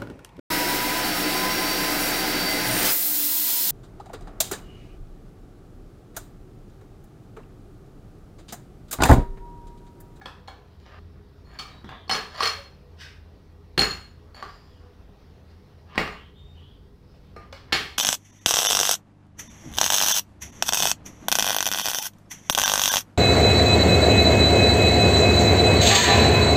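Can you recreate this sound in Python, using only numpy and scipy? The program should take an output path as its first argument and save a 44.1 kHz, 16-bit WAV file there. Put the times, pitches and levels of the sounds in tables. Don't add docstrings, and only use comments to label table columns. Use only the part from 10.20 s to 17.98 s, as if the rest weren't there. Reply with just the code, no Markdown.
import sys
import numpy as np
from scipy import signal
from scipy.fft import rfft, irfft
from scipy.io import wavfile
from scipy.ndimage import uniform_filter1d

SR = 44100
rng = np.random.default_rng(int(sys.argv[2]) if len(sys.argv) > 2 else 0)


def unload_audio(sound):
    columns = np.transpose(np.atleast_2d(sound))
    steps = np.round(np.clip(columns, -1, 1) * 32767)
    wavfile.write(sys.argv[1], SR, steps.astype(np.int16))


def decibels_to_gain(level_db):
    exponent = np.asarray(level_db, float) / 20
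    return 10 ** exponent


N = 343084


def evened(x):
    return x / np.sqrt(np.mean(x ** 2) + 1e-20)


def read(points, hz):
    f, value = np.transpose(points)
    return np.interp(np.log(hz + 1), np.log(f + 1), value)


def add(mix, s, sound):
    part = mix[round(s * SR):][:len(sound)]
    part += sound[:len(part)]


def band(x, lo_hz, hi_hz):
    sos = signal.butter(4, [lo_hz, min(hi_hz, SR / 2.2)], "bandpass", fs=SR, output="sos")
    return evened(signal.sosfilt(sos, x))


def resonate(x, hz, width_hz):
    turn = np.exp(2j * np.pi * np.cumsum(hz * np.ones(len(x))) / SR)
    r = np.exp(-np.pi * width_hz / SR)
    return 2 * (turn * signal.lfilter([1 - r], [1, -r], x * turn.conj())).real


def ring(modes, t):
    hz, db, t60_s = np.transpose(modes)[..., None]
    phase = 2 * rng.standard_normal((len(modes), 1))
    return (decibels_to_gain(db - 60 * t / t60_s) * np.sin(2 * np.pi * hz * t + phase)).sum(0)


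def unfold(rows):
    s, *columns = np.transpose(rows)
    t = np.arange(s[0], s[-1], 1 / SR)
    return s[0], signal.windows.tukey(len(t), .08), [np.interp(t, s, c) for c in columns]


def coloured(spectrum, patchy_db, swell_db):
    frames, hz = N // 256 + 5, np.fft.rfftfreq(1024, 1 / SR)
    a, b, patches = rng.standard_normal((frames, len(hz), 3)).T
    patches = uniform_filter1d(patches, size=10, axis=0)
    patches = evened(uniform_filter1d(patches, size=14, axis=1))
    swell = evened(uniform_filter1d(rng.standard_normal(frames), size=40))
    level_db = patchy_db * patches + swell_db * swell
    z = (a + 1j * b) * decibels_to_gain(read(spectrum, hz)[:, None] + level_db)
    return evened(signal.istft(z, nperseg=1024, noverlap=768)[1][:N])


# frequency in Hz, width in Hz, level in dB.
FAN = [(54, 12, -54), (82.64, 2.6, -52), (142.2, 5.3, -60.5), (184.5, 10, -62), (409.2, 17, -64),
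       (490.4, 4.3, -68.5), (1906, 20, -81.5)]
# frequency in Hz, density in dB per Hz.
STREET = [(12, -49.5), (20, -12.5), (91, -2), (107, -14), (136, -14), (271, -11), (416, -18.5),
          (450, -31.5), (580, -69.5), (990, -120)]
# frequency in Hz, density in dB per Hz.
AIR = [(300, -29), (450, -4), (600, -4.5), (800, -6.5), (1200, -10), (2000, -17.5), (3000, -19.5),
       (4500, -19.5), (5600, -23.5), (6500, -31), (8000, -40), (11000, -40.5), (13000, -37), (15500, -42.5)]
STREET_DB, AIR_DB = -54.5, -62.5


def air():
    noise = rng.standard_normal(N)
    lines = np.zeros(N)
    for hz, width_hz, db in FAN:
        lines += decibels_to_gain(db) * evened(resonate(resonate(noise, hz, 1.5 * width_hz), hz, 3 * width_hz))
    rumble = decibels_to_gain(STREET_DB) * coloured(STREET, patchy_db=0.3, swell_db=0.79)
    hiss = decibels_to_gain(AIR_DB) * coloured(AIR, patchy_db=2., swell_db=1.34)
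    return rumble + hiss + lines


# start in seconds, level in dB, frequency in Hz,
# t60 in seconds.
NOTES = [(0.058, -32.5, 1720, 0.024), (0.062, -33.5, 1000, 0.026), (0.014, -40.5, 1700, 0.027),
         (0.059, -29, 3325, 0.016), (1.896, -20.5, 740, 0.0387), (1.9, -27, 3034, 0.06),
         (2.23, -22.5, 454, 0.048), (7.326, -43, 3447, 0.044), (3.62, -26.5, 172, 0.032),
         (3.641, -28, 160, 0.046), (.281, -46, 3353, 0.092), (.281, -34, 796, 0.038),
         (1.394, -42.5, 3177, 0.08), (1.391, -39, 5935, 0.036), (1.394, -35, 5207, .03),
         (1.392, -38.5, 1172, 0.104), (2.2065, -11, 1130, 0.025), (3.59, -28, 799, 0.162),
         (3.578, -21, 210, 0.05), (3.581, -17, 127.6, 0.05), (3.59, -29.5, 3009, 0.096),
         (4.226, -27.5, 1163, 0.062), (5.78, -42.5, 377.6, .1), (5.7785, -15, 2500, 0.01),
         (5.7785, -17.5, 1295, 0.021), (5.7785, -11, 1900, .02), (5.756, -47, 5200, .03),
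         (5.755, -41, 1080, .04), (1.69, -40, 1150, 0.054), (5.876, -30, 1190, 0.027),
         (7.526, -22, 1790, .05), (7.527, -18.5, 4910, 0.027), (7.524, -28, 2950, .05),
         (1.946, -22.5, 1110, .03), (7.326, -45, 5100, .03), (7.326, -47, 6000, 0.028),
         (5.778, -26.5, 2700, 0.013), (7.163, -41, 1210, 0.15), (7.163, -41.5, 687, 0.077),
         (7.164, -38.5, 466, 0.062), (7.327, -35, 545, 0.041), (7.524, -19, 2190, 0.11)]


def note(db, hz, t60_s):
    t = np.arange(SR // 4) / SR
    return ring([(hz, db, t60_s)], t) * (1 - np.exp(-t * hz / 0.28))


def causal(spectrum):
    log_gain = np.log(decibels_to_gain(read(spectrum, abs(np.fft.fftfreq(4096, 1 / SR)))))
    return np.fft.ifft(np.exp(log_gain - 1j * signal.hilbert(log_gain).imag)).real[:2048]


def chatter(t60_s, seat_s):
    shape = decibels_to_gain(-60 * np.arange(1024) / SR / t60_s)
    burst = rng.standard_normal(len(shape))
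    for _ in range(6):
        z = rfft(burst * shape)
        burst = irfft(z / abs(z)) / np.sqrt(shape)
    return burst * np.sqrt(shape) * np.minimum(np.arange(len(shape)) / SR / seat_s, 1)


# start in seconds, blow in dB, blow pitch in Hz,
# thud in dB above the blow, hardness in dB above the blow.
KNOCKS = [(0.015, -28.5, 907, -23, -7), (0.056, -20.5, 870, -19, -3), (0.2745, -38, 805, -16, 4),
          (0.281, -22.5, 814, -19.5, -7.5), (0.599, -59.5, 1210, 7.5, 15), (0.794, -59, 670.6, 16.5, -8),
          (.957, -43, 1500, -3, -17), (1.388, -30, 1070, -14, 10.5), (1.395, -25.5, 1180, -15.5, 7.5),
          (1.4, -19.5, 753, -30, -15), (1.643, -28.5, 763, 1.5, -6), (1.69, -18.5, 744, -16.5, -9),
          (1.877, -29, 910, -12, -20), (2.197, -36, 1150, -20.5, 2), (2.2017, -24, 1100, -25.5, -8.5),
          (4.145, -33, 1036, -14.5, -5), (4.2245, -19.5, 1100, -19, -6), (4.633, -37, 800, -12, -18),
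          (5.031, -55, 974.6, -9, -2), (5.755, -22.5, 1070, -12, -3.5), (7.1628, -29, 1210, -11.5, -1.5),
          (7.326, -28, 1230, -16, 3)]
# start in seconds, blow in dB, blow pitch in Hz,
# thud in dB above the blow, hardness in dB above the blow.
CLANKS = [(1.8945, -12, 710, -21, 1.5), (1.9, -16, 1900, -21, -1), (1.912, -8.5, 1160, -24.5, -15.5),
          (1.931, -19, 1650, -17, -2), (1.924, -17, 900, -20, -1), (1.945, -15, 1200, -18.5, -2.5),
          (1.951, -16, 1760, -16.5, 4), (2.2056, -19.5, 1140, -14.5, 0.5), (2.2244, -11.5, 1300, -26.5, 2),
          (2.231, -12, 1210, -25.5, 3.5), (2.2387, -15, 1003, -27, 1.5), (2.2548, -13.5, 2100, -30, 4.5),
          (2.274, -19, 1100, -19.5, 1), (3.577, -9.5, 1660, -7, 3), (3.591, -21, 825, -18.5, 10.5),
          (3.618, -8.5, 1600, -19.5, 3.5), (3.639, -18, 1290, -16.5, -2), (3.713, -32, 1520, -16, 7),
          (5.778, -2, 1380, -15.5, -7.5), (5.792, -14.5, 2100, -20, -8), (5.814, -17, 1900, -20, -8),
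          (5.8765, -24, 1300, -14, -4), (7.523, -8.5, 1300, -20.5, 0), (7.527, -10, 1830, -11.5, 8),
          (7.539, -14, 1985, -32, -5), (7.551, -16, 1200, -22, 1), (7.572, -17.5, 2100, -23, 3)]
# frequency in Hz, width in Hz, level in dB above the blow.
CASTING = [(418, 90, 0.5), (780, 100, -0.5), (1233, 180, -1.5), (1720, 230, -0.5), (2222, 170, -0.5),
           (2730, 270, -2), (3180, 230, 0), (4400, 300, -5)]
SOFT_SEAT_S, SEAT_S = 0.0025, .001
CASTING_SPREAD_DB = 2.
CONTACT_DB = -6


def knock(db, hz, thud_db, hardness_db, seat_s):
    clack_db, tick_db = hardness_db - 3.5, hardness_db - 25.5
    colour = [(60, thud_db + 8), (170, thud_db + 18), (430, thud_db + 15),
              (650, -3), (0.54 * hz, -2.5), (hz, 3), (1.62 * hz, -2.5),
              (2300, clack_db), (4300, clack_db - 2), (5300, (clack_db + tick_db) / 2 + 5.5),
              (6400, tick_db + 9.5), (10000, tick_db), (15500, tick_db - 1.5)]
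    blow = decibels_to_gain(db + 22) * np.convolve(chatter(.045, seat_s), causal(colour))
    total = blow.copy()
    for mode_hz, width_hz, mode_db in CASTING:
        luck_db = CASTING_SPREAD_DB * rng.standard_normal()
        total += decibels_to_gain(mode_db + luck_db) * resonate(blow, mode_hz, width_hz)
    return decibels_to_gain(CONTACT_DB) * total


# start in seconds, first bend in dB, then pinched bend, second bend
# and high bends in dB above the first.
RINGS = [(0.0164, -65, 11, -17.5, -14), (0.0571, -49.5, 7.5, -27.5, -20), (0.2764, -43, -11, -17.5, -21),
         (0.5983, -66.5, -3.5, -4.5, -18), (0.7942, -66, -15, -32, -20), (1.2624, -61.5, -3, -30.5, -23),
         (1.388, -43, 13, -12, -10), (1.396, -42.5, 14.5, -8, -14), (3.5785, -14, -8, -30, -20.5),
         (3.591, -8, -16, -19, -21.5), (3.6185, -13.5, -14, -16.5, -26), (3.643, -27, -9.5, -1, -14),
         (3.707, -27, -14, -11, -21), (3.735, -32.5, -14, -11, -26), (4.1448, -50, 5, -24.5, -19),
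         (4.2268, -50, 10, -31.5, -17.5), (5.7555, -62, 5, -20, -20), (5.7802, -42, -3, -1, -20),
         (5.9205, -48.5, -14.5, -12, -28), (7.1589, -64, 0, -23.5, -29.5),
         (7.3237, -64.5, -16.5, -34.5, -32), (7.5241, -21, -3, -10.5, -25), (7.5375, -22.5, -6, -10.5, -22),
         (7.552, -25.5, -10, -11, -21)]
# frequency in Hz, level in dB, t60 in seconds.
BENDS = [(4097, -14, .08), (4170, -12, .08), (4268, 0, .18), (4322, -6, .15)]
# frequency in Hz, level in dB, t60 in seconds.
PINCHED = [(4390, 6, 0.045), (4470, 10, .055), (4570, 2, .045)]
# frequency in Hz, level in dB, t60 in seconds.
SECOND = [(6905, 0, .17), (6965, -5, .12)]
# frequency in Hz, level in dB, t60 in seconds.
COLLAR = [(5180, 0, .14), (5260, -4, .09), (5873, -6, .15), (9150, -14, .1)]
# frequency in Hz, level in dB, t60 in seconds.
HIGH = [(8160, 0, .12), (8310, -6, .08), (10025, -6, .13), (10770, -12, .11), (11310, -10, .08),
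        (12070, -7, .08)]
BUZZ_DB, BUZZ_S = 2.5, 0.0069
MUTE_S = .004


def handle(lasts_s, db, pinched_db, second_db, high_db, collar_db=-20):
    t = np.arange(SR // 3) / SR
    groups = [(BENDS, 0), (PINCHED, pinched_db - 9.5), (SECOND, second_db + 0.5),
              (COLLAR, collar_db - 0.5), (HIGH, high_db + 1.5)]
    bar = np.zeros(len(t))
    for modes, group_db in groups:
        buzz = evened(uniform_filter1d(rng.standard_normal(len(t)), round(BUZZ_S * SR)))
        bar += decibels_to_gain(group_db + BUZZ_DB * buzz) * ring(modes, t)
    onset = 1 - np.exp(-t / 0.0008)
    mute = np.exp(-np.maximum(t - lasts_s, 0) / MUTE_S)
    return decibels_to_gain(db - 4) * bar * onset * mute


# frequency in Hz, t60 in seconds.
ROOM = [(60, 0.62), (250, 0.41), (1000, 0.45), (3000, 0.44), (8000, 0.4), (15000, 0.452)]
# delay in seconds, level in dB.
ECHOES = [(.0036, -10), (.0071, -11), (.0131, -11), (.0172, -13), (.0245, -12), (.036, -13)]


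def room():
    taps = np.zeros(SR)
    at = np.arange(150, SR - 20, 12)
    taps[at + rng.integers(0, 12, len(at))] = rng.choice([-1., 1.], len(at))
    taps *= 1 - np.exp(-np.arange(SR) / SR / 0.0065)
    hz, t, z = signal.stft(taps, SR, nperseg=256)
    tail = signal.istft(z * decibels_to_gain(-60 * t / read(ROOM, hz)[:, None]), SR, nperseg=256)[1]
    tail *= decibels_to_gain(0.47) / np.linalg.norm(tail)
    for k, (s, db) in enumerate(ECHOES):
        tail[round(s * SR)] += (-1) ** k * decibels_to_gain(db)
    tail[0] += 1
    return tail


def thread(start, end, first_db, last_db):
    _, fade, (force_db,) = unfold([(start, first_db), (end, last_db)])
    sizes = decibels_to_gain(4.5 * np.minimum(rng.exponential(1, len(fade)), 3))
    slipping = rng.random(len(fade)) < 2500 / SR
    return rng.standard_normal(len(fade)) * sizes * slipping, decibels_to_gain(force_db) * fade


# start in seconds,
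# end in seconds, first level in dB, last level in dB, brightness in dB.
SCRAPES = [(0.607, 0.667, -80, -50, 2.5), (.662, 0.795, -55.5, -51.5, -7), (1.241, 1.37, -70, -45, -7),
           (1.45, 1.635, -53.5, -65, -13.5), (1.715, 1.793, -37, -87.5, -25.5),
           (2.099, 2.165, -57.5, -39, 2), (2.155, 2.222, -48.5, -29.5, 2.5),
           (4.157, 4.214, -47.5, -48.5, -4), (4.28, 4.397, -51, -72, 2), (4.396, 4.639, -64, -76, 0),
           (5.659, 5.76, -65.5, -45, -5), (7.204, 7.3, -55, -70.5, -5), (7.36, 7.475, -52, -81, 6),
           (7.478, 7.522, -59, -51.5, -7)]
# frequency in Hz, width in Hz, level in dB.
BODY = [(716, 180, 5), (996, 73, 10), (1210, 71, 7.5), (1620, 270, 0.5), (1739, 140, -12), (2085, 27, -19)]


def scrape(start, end, first_db, last_db, bright_db):
    slips, level = thread(start, end, first_db, last_db)
    body = sum(decibels_to_gain(db) * resonate(slips, hz, width_hz) for hz, width_hz, db in BODY)
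    bright = decibels_to_gain(bright_db - 9.5) * band(slips, 2800, 5600)
    return start, decibels_to_gain(-3.5) * level * (band(body, 400, 3067) + bright)


# start in seconds, end in seconds,
# first level in dB, last level in dB, pitch in Hz.
RATTLES = [
    (0.607, 0.794, -70, -70.5, 4700),
    (1.239, 1.379, -65, -50, 4380),
    (1.449, 1.63, -60, -70, 4560),
    (2.101, 2.21, -59, -33.5, 4480),
    (4.147, 4.222, -44.5, -55, 4470),
    (4.274, 4.397, -53, -61, 4800),
    (4.392, 4.629, -63, -68, 4835),
    (5.662, 5.748, -82.5, -65.5, 4500),
]
RATTLE_SECOND_DB = -14.5
SLACKEN_HZ = 150


def rattle(start, end, first_db, last_db, rattle_hz):
    slips, level = thread(start, end, first_db, last_db)
    width_hz = 70 + 1.3 * max(rattle_hz - 4400, 0)
    glide = np.linspace(.5, -.5, len(slips)) * np.sign(first_db - last_db)
    hz = rattle_hz + SLACKEN_HZ * glide
    first = evened(resonate(resonate(slips, hz, width_hz), hz, width_hz))
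    upper = resonate(slips, 6930 + .5 * (rattle_hz - 4300), .7 * width_hz)
    upper = upper + decibels_to_gain(-11) * resonate(slips, 8290, 60)
    second = band(upper, 6600, 8600) + decibels_to_gain(-2.5) * band(slips, 5600, 15000)
    return start, decibels_to_gain(-10.5) * level * (first + decibels_to_gain(RATTLE_SECOND_DB) * second)


# time in seconds, frequency in Hz, level in dB.
SQUEAL = [
    [(1.47, 3970, -68.5), (1.52, 3890, -64), (1.6, 3855, -70), (1.64, 4070, -76)],
    [(4.46, 3484, -77.5), (4.52, 3388, -69), (4.57, 2895, -73), (4.62, 2857, -78)],
    [(6.15, 3380, -68), (6.175, 3682, -62), (6.205, 3640, -57), (6.225, 3700, -69.5), (6.25, 3678, -62),
     (6.33, 3678, -68), (6.345, 3700, -80)],
    [(2.36, 570, -58), (2.395, 560, -45), (2.43, 550, -50), (2.47, 550, -62)],
]


def squeal(rows):
    s, fade, (hz, db) = unfold(rows)
    turns = 2 * np.pi * np.cumsum(hz) / SR
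    return s, decibels_to_gain(db - 1.5) * fade * (np.sin(turns) + decibels_to_gain(-25) * np.sin(2.04 * turns))


# start in seconds, length in seconds, level in dB,
# first pitch in Hz, turning pitch in Hz.
SQUEAKS = [
    (4.464, 0.144, -72, 3700, 2955),
    (5.926, 0.178, -55, 2625, 3180),
    (6.141, 0.09, -58.5, 3240, 3300),
    (6.33, 0.252, -59, 2750, 3250),
    (5.68, 0.093, -55, 2850, 2850),
    (5.7, .055, -60, 2000, 2000),
    (5.68, .075, -55, 1000, 1020),
]
# start in seconds, length in seconds, level in dB,
# first pitch in Hz, turning pitch in Hz.
ARCHED = (1.64, 0.235, -54, 3200, 3560)
SQUEAK_RISE_S, SQUEAK_SAG_DB, SQUEAK_WIDTH_HZ = .04, -12, 560


def squeak(start, length_s, db, first_hz, turning_hz, arch=.65):
    s, fade, (part,) = unfold([(start, 0), (start + length_s, 1)])
    hz = first_hz + (turning_hz - first_hz) * np.sin(np.pi * arch * part)
    core = resonate(rng.standard_normal(len(fade)), hz, SQUEAK_WIDTH_HZ)
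    core = evened(resonate(core, hz, SQUEAK_WIDTH_HZ))
    onset = np.minimum(part * length_s / SQUEAK_RISE_S, 1)
    return s, decibels_to_gain(db - 4.5 + SQUEAK_SAG_DB * part ** 2) * onset * fade * core


# start in seconds, first bend in dB, then pinched bend,
# second bend and high bends in dB above the first.
LOOSE = [(1.879, -48, 3.5, -25, -25), (1.895, -29, 0, -30, -19), (1.9105, -17.5, -5, -25.5, -28),
         (1.9233, -21.5, -10.5, -26, -28), (1.9315, -23.5, -10, -13, -29.5), (1.958, -27.5, -8, -17, -25.5),
         (2.146, -51.5, -16.5, -29, -11), (2.2055, -24.5, -2.5, -25, -19),
         (2.2235, -23, -5.5, -23.5, -22.5), (2.2315, -19.5, -10.5, -19, -22.5), (2.2558, -20, -5, -16, -22),
         (2.272, -19.5, -11, -16.5, -24)]


def loose_handle(*row):
    return handle(*row, collar_db=-5)


# loudest moment in seconds, level in dB,
# rise in seconds, fall in seconds.
RUBS = [
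    (2.81, -50.5, 0.0475, 0.19),
    (4.81, -77, 0.0282, .15),
    (5.004, -74, .02, 0.2215),
    (5.3, -64.5, 0.073, 0.133),
    (5.5, -71.5, 0.078, 0.11),
    (6.95, -74, 0.51, 0.78),
]
# frequency in Hz, density in dB per Hz.
RUB = [(470, -48), (800, -18), (1570, 1.5), (1860, -4), (3080, -2.5), (3320, -6.5), (5350, -4),
       (6840, -23.5), (15000, -34)]
RUB_EDGE_DB = -31


def palm():
    level = np.zeros(N)
    for top_s, top_db, rise_s, fall_s in RUBS:
        s, fade, (db,) = unfold([(top_s - rise_s, RUB_EDGE_DB), (top_s, 0), (top_s + fall_s, RUB_EDGE_DB)])
        add(level, s, decibels_to_gain(top_db + db) * fade)
    return level * coloured(RUB, patchy_db=3.5, swell_db=3.0)


# start in seconds, level in dB, frequency in Hz, t60 in seconds.
THUMPS = [
    (3.58, -26, 54.2, 0.7),
    (5.775, -34, 48.3, 0.64),
    (7.524, -39, 72.4, 0.97),
]


def thump(db, hz, t60_s):
    t = np.arange(SR // 2) / SR
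    return ring([(hz, db - 2.5, t60_s)], t) * (1 - np.exp(-t / 0.017))


RING_ROOM_DB, NOTE_ROOM_DB = -10, -6
CHANGE_S = .793


def scene():
    spots, direct = np.zeros((3, N)), air()

    def add_facing(spot, s, sound, room_db):
        add(spot, s, decibels_to_gain(room_db) * sound)
        add(direct, s, (1 - decibels_to_gain(room_db)) * sound)

    for s, *row in NOTES:
        add_facing(spots[0], s, note(*row), NOTE_ROOM_DB)
    for seat_s, events in ((SOFT_SEAT_S, KNOCKS), (SEAT_S, CLANKS)):
        for k, (s, *row) in enumerate(events):
            add(spots[k % 3], s, knock(*row, seat_s))
    for source, events in ((handle, RINGS), (loose_handle, LOOSE)):
        gaps_s = np.diff(np.array(events)[:, 0], append=N)
        for k, (s, *row) in enumerate(events):
            add_facing(spots[k % 3], s, source(gaps_s[k], *row), RING_ROOM_DB)
    for source, events in ((scrape, SCRAPES), (rattle, RATTLES), (squeak, SQUEAKS)):
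        for row in events:
            add(spots[1], *source(*row))
    for rows in SQUEAL:
        add(spots[2], *squeal(rows))
    add(spots[1], *squeak(*ARCHED, arch=1.1))
    spots[0] += palm()
    for s, *row in THUMPS:
        add(direct, s, thump(*row))

    mix, cut = direct, round(CHANGE_S * SR)
    for spot in spots:
        walls = room()
        parts = [signal.fftconvolve(part, walls)[:len(part)] for part in (spot[:cut], spot[cut:])]
        mix = mix + decibels_to_gain(1.5) * np.concatenate(parts)
    return mix[None]


def low_pass(x):
    return signal.sosfilt(signal.butter(12, 16680, fs=SR, output="sos"), x)


HISS_DB, EDGE_HZ = -78.5, 15800


def record(dry):
    hissy = dry + decibels_to_gain(HISS_DB) * rng.standard_normal(dry.shape)
    lowpass = signal.firwin(255, EDGE_HZ, window=("kaiser", 8), fs=SR)
    return low_pass(signal.oaconvolve(hissy, lowpass[None], "same"))


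dry = scene()
out = record(dry)
unload_audio(out)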